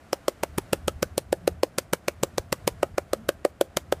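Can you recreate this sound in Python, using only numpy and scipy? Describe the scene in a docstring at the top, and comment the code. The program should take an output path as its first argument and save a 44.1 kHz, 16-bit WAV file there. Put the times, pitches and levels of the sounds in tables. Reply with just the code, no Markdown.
"""A seal lying on ice slaps its wet flipper against its belly, six to seven times a second.
Each slap is a hollow pop of trapped air, a thud of blubber, a smack of escaping air and a wet crack
with a little spatter. Ice blocks throw back a short echo. Light wind rumbles and bumps on the
microphone over a faint outdoor wash and two brief low hums."""
import sys
import numpy as np
from scipy import signal
from scipy.fft import rfft, irfft, next_fast_len
from scipy.io import wavfile
from scipy.ndimage import uniform_filter1d

SR = 44100
rng = np.random.default_rng(int(sys.argv[2]) if len(sys.argv) > 2 else 0)


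def transcribe(signal):
    """Save signal, clipped to [-1, 1], as a 16-bit WAV file at the path in sys.argv[1]."""
    frames = np.atleast_2d(signal).T
    limited = np.clip(frames, -1, 1)
    pcm = np.round(limited * 32767).astype(np.int16)
    wavfile.write(sys.argv[1], SR, pcm)


N = 4 * SR


def amp(db):
    """Decibels to gain."""
    return 10 ** (np.asarray(db) / 20)


def unit_rms(x):
    """Scales to rms 1."""
    return x / np.sqrt(np.mean(x ** 2) + 1e-20)


def burst(x, db, window_s=0.01):
    """Scales a short sound to the energy of window_s at an rms of db."""
    return amp(db) * x / np.sqrt(np.sum(x ** 2) / (window_s * SR) + 1e-20)


def colour(x, points):
    """Minimum-phase filter through (Hz, dB) points: no pre-ringing."""
    size = next_fast_len(len(x) + 2048)
    hz, db = np.transpose(points)
    bins_hz = abs(np.fft.fftfreq(size, 1 / SR))
    log_gain = np.log(amp(np.interp(np.log(bins_hz + 1), np.log(hz), db)))
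    response = np.exp(np.conj(signal.hilbert(log_gain)))
    return np.fft.ifft(np.fft.fft(x, size) * response).real[:len(x)]


def bell(x, hz, db, octaves):
    """Boosts or cuts one band."""
    grid_hz = np.geomspace(40, SR / 2, 300)
    gain_db = db * np.exp(-(np.log2(grid_hz / hz) / octaves) ** 2 / 2)
    return colour(x, np.c_[grid_hz, gain_db])


def cut(x, hz, kind, order=2):
    """Butterworth low-pass or high-pass."""
    return signal.sosfilt(signal.butter(order, hz, kind, fs=SR, output="sos"), x)


def peak(t, rise_s, fall_s):
    """Exponential rise to t = 0, then decay."""
    return np.exp(-np.where(t < 0, -t / rise_s, t / fall_s))


def drift(per_s):
    """Slow random wander, rms 1."""
    knots = rng.standard_normal(int(N / SR * per_s) + 2)
    return unit_rms(np.interp(np.arange(N) * per_s / SR, np.arange(len(knots)), knots))


def puff(envelope, smooth_bins):
    """Noise burst with a flattened spectrum."""
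    spectrum = rfft(rng.standard_normal(len(envelope)) * envelope)
    power = uniform_filter1d(abs(spectrum) ** 2, smooth_bins)
    return unit_rms(irfft(spectrum / np.sqrt(power + 1e-12), len(envelope)))


def add(mix, start_s, sound):
    """Mixes a sound in at start_s."""
    part = mix[max(round(start_s * SR), 0):][:len(sound)]
    part += sound[:len(part)]


# Wash spectrum: (frequency [Hz], gain [dB])
WASH_SPECTRUM = [(15, -46), (40, 3), (100, 1), (300, 1.5), (450, -3), (680, 0.5), (900, -8), (1400, -7),
                 (2200, -13.5), (3500, -20.5), (6000, -24.5), (8000, -25), (12000, -30), (15000, -37)]
# Swell of the wash's treble: (time [s], gain [dB])
HISS_SWELL = [(0, 1.5), (.25, 2), (.45, 2), (.7, 3), (1.1, 1), (1.6, -2), (2.2, 0), (2.6, 2.5), (3.1, -0.5),
              (3.8, -1.5), (4, 2.5)]


def wash(level_db=-54, split_hz=900):
    """Faint outdoor noise whose hiss swells slowly."""
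    noise = unit_rms(colour(rng.standard_normal(N), WASH_SPECTRUM))
    noise *= amp(level_db + 0.9 * drift(per_s=9.2))
    low = cut(noise, split_hz, "lowpass", order=1)
    hiss_db = np.interp(np.arange(N) / SR, *np.transpose(HISS_SWELL))
    return low + (noise - low) * amp(hiss_db)


# Wind spectrum: (frequency [Hz], gain [dB])
WIND_SPECTRUM = [(25, -30), (40, -9), (60, -5.5), (80, 1.5), (110, -7), (160, -10.5), (250, -20.5),
                 (700, -59.5)]
# Wind strength: (time [s], level [dB])
WIND_GUSTS = [(.35, -57), (.52, -45.5), (.96, -44.5), (1.25, -47.5), (1.55, -45), (1.8, -53), (2.1, -53),
              (2.4, -48), (2.7, -44), (2.95, -48.5), (3.25, -45), (3.45, -56.5), (3.8, -54.5), (4, -44)]


def wind():
    """Gusts rumble on the microphone."""
    level_db = np.interp(np.arange(N) / SR, *np.transpose(WIND_GUSTS)) + 0.98 * drift(per_s=10)
    return unit_rms(colour(rng.standard_normal(N), WIND_SPECTRUM)) * amp(level_db)


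# Wind buffets: (centre time [s], envelope peak [dB])
BUFFETS = [(0.854, -36), (0.965, -30.5), (1.122, -34), (1.524, -36), (2.401, -30.5), (2.649, -33),
           (2.766, -39), (2.943, -34.5)]


def buffet(centre_s, db, hz=74, width_s=0.0054):
    """A puff of wind gives one soft, low bump."""
    t = np.arange(-0.05, 0.05, 1 / SR)
    envelope = amp(db) * np.exp(-(t / width_s) ** 2 / 2)
    return centre_s + t[0], envelope * np.cos(2 * np.pi * (hz * t + rng.random()))


# Low hums: (centre time [s], length [s], pitch [Hz], rms level [dB])
LOW_HUMS = [(1.47, 0.27, 174, -50), (3.2, 0.16, 223.5, -49.5)]


def hum(centre_s, length_s, hz, db):
    """A low wavering tone swells and fades."""
    count = int(length_s * SR)
    cycles = np.cumsum(hz * (1 + 0.036 * drift(per_s=59)[:count])) / SR
    tone = np.hanning(count) * np.sin(2 * np.pi * cycles)
    return centre_s - length_s / 2, amp(db) * unit_rms(tone)


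# Ice-block scatter spectrum: (frequency [Hz], gain [dB])
SCATTER_SPECTRUM = [(100, 7.5), (300, -7.5), (550, -6.5), (750, -0.5), (1200, -6.5), (15000, -6.5)]
# Near ring spectrum, before its low-pass: (frequency [Hz], gain [dB])
NEAR_SPECTRUM = [(150, 4), (550, -3.5), (2000, 2.5)]


def ice_echo(dry, bounce_s=0.005272, onset_s=0.009, hold_s=0.034, far_t60_s=0.13, near_t60_s=0.042):
    """Adds faint scatter from the ice blocks, a dull near ring and one bounce off the ice below."""
    t = np.arange(len(dry)) / SR
    far, near = rng.standard_normal((2, len(t))) * (t > onset_s)
    far *= amp(-60 * np.maximum(t - hold_s, 0) / far_t60_s)
    near *= amp(-60 * t / near_t60_s)
    echo = amp(-24) * colour(far / np.linalg.norm(far), SCATTER_SPECTRUM)
    echo += amp(-19) * cut(colour(near / np.linalg.norm(near), NEAR_SPECTRUM), 1950, "lowpass")
    echo += amp(-18) * cut(np.sinc((t - bounce_s) * SR), 1100, "lowpass", order=1)
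    return dry + signal.fftconvolve(dry, echo)[:len(dry)]


# Water spray spectrum: (frequency [Hz], gain [dB])
SPRAY_SPECTRUM = [(600, -1), (1500, 7), (3000, 4.5), (8000, 3.5), (11000, 1), (15000, -1)]


def spatter(envelope, grain_db=4):
    """Grainy hiss of water squeezed out of the fur."""
    flicker = unit_rms(uniform_filter1d(rng.standard_normal(len(envelope)), size=12))
    grains = rng.standard_normal(len(envelope)) * amp(-grain_db * flicker)
    return colour(grains * envelope, SPRAY_SPECTRUM)


def mist(t, life_s=0.056):
    """Fine droplets hiss on briefly after a slap."""
    hiss = spatter((t > 0) * np.exp(-(t / life_s) ** 4))
    return burst(cut(hiss, 5000, "highpass"), db=-55.5)


# Skin crack spectrum: (frequency [Hz], gain [dB])
CRACK_SPECTRUM = [(100, -58), (900, -15.5), (2000, -4), (3000, 1), (8000, 4.5), (11000, 0), (15000, -4.5)]
CRACK_RISE_S, CRACK_FALL_S = 0.00056, 0.001


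def crack(t, hz, snap_share=0.6):
    """Wet skin closes on wet skin: one snap inside a millisecond of fizz, boosted at hz."""
    fizz = puff(peak(t, CRACK_RISE_S, CRACK_FALL_S), smooth_bins=400)
    snap = unit_rms(signal.unit_impulse(len(t), np.argmin(abs(t))))
    contact = np.sqrt(snap_share) * snap + np.sqrt(1 - snap_share) * fizz
    return bell(colour(contact, CRACK_SPECTRUM), hz, db=8.5, octaves=0.17)


# Escaping air spectrum: (frequency [Hz], gain [dB])
SMACK_SPECTRUM = [(100, -39.5), (500, -11.5), (800, 8), (1400, 2.5), (2400, 0.5), (4000, -11),
                  (16000, -38.5)]


def smack(t, hz):
    """Air squirts out at the flipper's edge and rings a small gap."""
    air = puff(peak(t, rise_s=0.0011, fall_s=0.0014), smooth_bins=80)
    return bell(colour(air, SMACK_SPECTRUM), hz, db=7, octaves=0.15)


def thud(t, hz=181, rise_s=0.0035, fall_s=0.0013):
    """The blubber gives way: one low push."""
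    envelope = np.where(t < 0, np.exp(-(t / rise_s) ** 2 / 2), np.exp(-np.abs(t) / fall_s))
    return envelope * np.cos(2 * np.pi * hz * t)


# Air pocket modes: (frequency / pop pitch [ratio], gain [dB], t60 [s])
POCKET_MODES = [(.985, 1.5, 0.019), (.66, -12, 0.024), (1.45, -20, 0.042)]
# Pop filter: (frequency [Hz], gain [dB])
POP_SPECTRUM = [(100, -23), (200, -3.5), (265, -7), (315, 3), (650, 0), (900, -7)]


def pop(t, hz, lead_s=0.00017, rise_s=0.000074, life_s=0.0087):
    """Air trapped under the cupped flipper rings a few cycles until the pocket is squeezed shut."""
    age_s = np.maximum(t + lead_s, 0)
    stretch = np.exp(0.025 * rng.standard_normal())
    ring = sum(amp(db - 60 * age_s / (t60_s * stretch)) * np.cos(2 * np.pi * hz * ratio * t)
               for ratio, db, t60_s in POCKET_MODES)
    ring = bell(ring, 1.39 * hz, db=-2, octaves=0.2)  # steeper fall-off above the pitch
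    attack = np.minimum(age_s / rise_s, 1)
    closing = np.exp(-(age_s / life_s) ** 4)
    return cut(closing * colour(ring * attack, POP_SPECTRUM), 61.5, "highpass", order=1)


# Flipper slaps, levels before the trims and dip in slap(): (time [s], pop level [dB], pop pitch [Hz],
# thud level [dB], smack level [dB], smack band [Hz], crack level [dB], crack band [Hz], dip band [Hz])
FLIPPER_SLAPS = [(.131, -21, 535, -31.5, -26, 1170, -29, 5400, 3660),
                 (.2825, -17.5, 565, -41, -28, 1180, -27, 2550, 1680),
                 (0.435, -22, 610, -28, -26.5, 840, -31, 6470, 4240),
                 (0.5834, -24.5, 355, -19.5, -27.5, 990, -31, 9700, 670),
                 (0.7321, -18.5, 525, -19.5, -25.5, 1380, -24.5, 3600, 1030),
                 (0.8815, -20.5, 548, -24.5, -26, 1300, -26.5, 3280, 1970),
                 (1.0289, -20, 530, -21.5, -28, 1500, -28.5, 5900, 900),
                 (1.1798, -20.5, 534, -26.5, -34.5, 1130, -25.5, 9100, 1610),
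                 (1.3284, -16.5, 537, -27, -28.5, 1560, -33.5, 9600, 2250),
                 (1.4772, -14.5, 510, -33, -28.5, 1270, -28.5, 4800, 1100),
                 (1.6335, -15, 524, -39, -27, 1100, -29, 5100, 1330),
                 (1.7846, -23, 535, -26, -27.5, 1450, -24.5, 4550, 810),
                 (1.9338, -20, 514, -20, -24, 1420, -24.5, 3060, 4180),
                 (2.083, -21, 558, -27, -27, 2320, -27.5, 2580, 840),
                 (2.2344, -19.5, 510, -20.5, -28, 1190, -26, 7160, 2000),
                 (2.382, -21.5, 510, -27.5, -30.5, 1010, -27.5, 5400, 2820),
                 (2.5273, -22.5, 546, -22.5, -24.5, 1310, -26, 2440, 1365),
                 (2.677, -19, 512, -21.5, -24, 1210, -23.5, 2660, 1370),
                 (2.831, -16.5, 580, -40, -24.5, 1320, -33.5, 3100, 4030),
                 (2.982, -19, 558, -37, -25.5, 1330, -34, 5800, 3300),
                 (3.1334, -18.5, 550, -51, -28, 1190, -31, 4600, 2060),
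                 (3.2905, -17.5, 567, -29, -24, 1590, -28.5, 2900, 2080),
                 (3.451, -14.5, 555, -40, -26, 790, -33, 2410, 6300),
                 (3.6119, -14.5, 550, -38, -29, 1410, -28.5, 3200, 1900),
                 (3.771, -23, 580, -23.5, -25.5, 1065, -24.5, 2950, 840),
                 (3.9247, -17.5, 543, -29.5, -26, 1470, -32, 3300, 2210)]


def slap(time_s, pop_db, pop_hz, thud_db, smack_db, smack_hz, crack_db, crack_hz, dip_hz):
    """The flipper's edge touches, the flat lands, water sprays; each landing leaves one band hollow."""
    t = np.arange(-0.02, 0.2, 1 / SR)
    landing = burst(pop(t, pop_hz), pop_db)
    landing += burst(thud(t), thud_db - 6)
    landing += burst(smack(t, smack_hz), smack_db + 0.5)
    landing += burst(crack(t, crack_hz), crack_db)
    landing = bell(landing, dip_hz, db=-9, octaves=0.14)
    touch_envelope = peak(t, rise_s=0.003, fall_s=CRACK_FALL_S) * (t > -0.006)
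    touch = burst(spatter(touch_envelope), 0.8 * thud_db - 14)  # flatter landing, wetter first touch
    spray = burst(spatter(peak(t, CRACK_RISE_S, fall_s=0.0062)), crack_db - 7)
    return time_s + t[0], ice_echo(landing + touch + spray) + mist(t)


def scene():
    """Slaps over the outdoor background, mono."""
    mix = cut(wash() + wind(), 36, "highpass", order=3)
    for source, table in ((slap, FLIPPER_SLAPS), (buffet, BUFFETS), (hum, LOW_HUMS)):
        for row in table:
            add(mix, *source(*row))
    return mix[None]


def record(dry, ceiling=0.73, edge_hz=15400):
    """Soft peak limiting, then a low-pass."""
    limited = dry / (1 + (dry / ceiling) ** 4) ** (1 / 4)
    lowpass = signal.firwin(255, edge_hz, window=("kaiser", 8), fs=SR)
    return signal.oaconvolve(limited, lowpass[None], "same")


dry = scene()
out = record(dry)
transcribe(out)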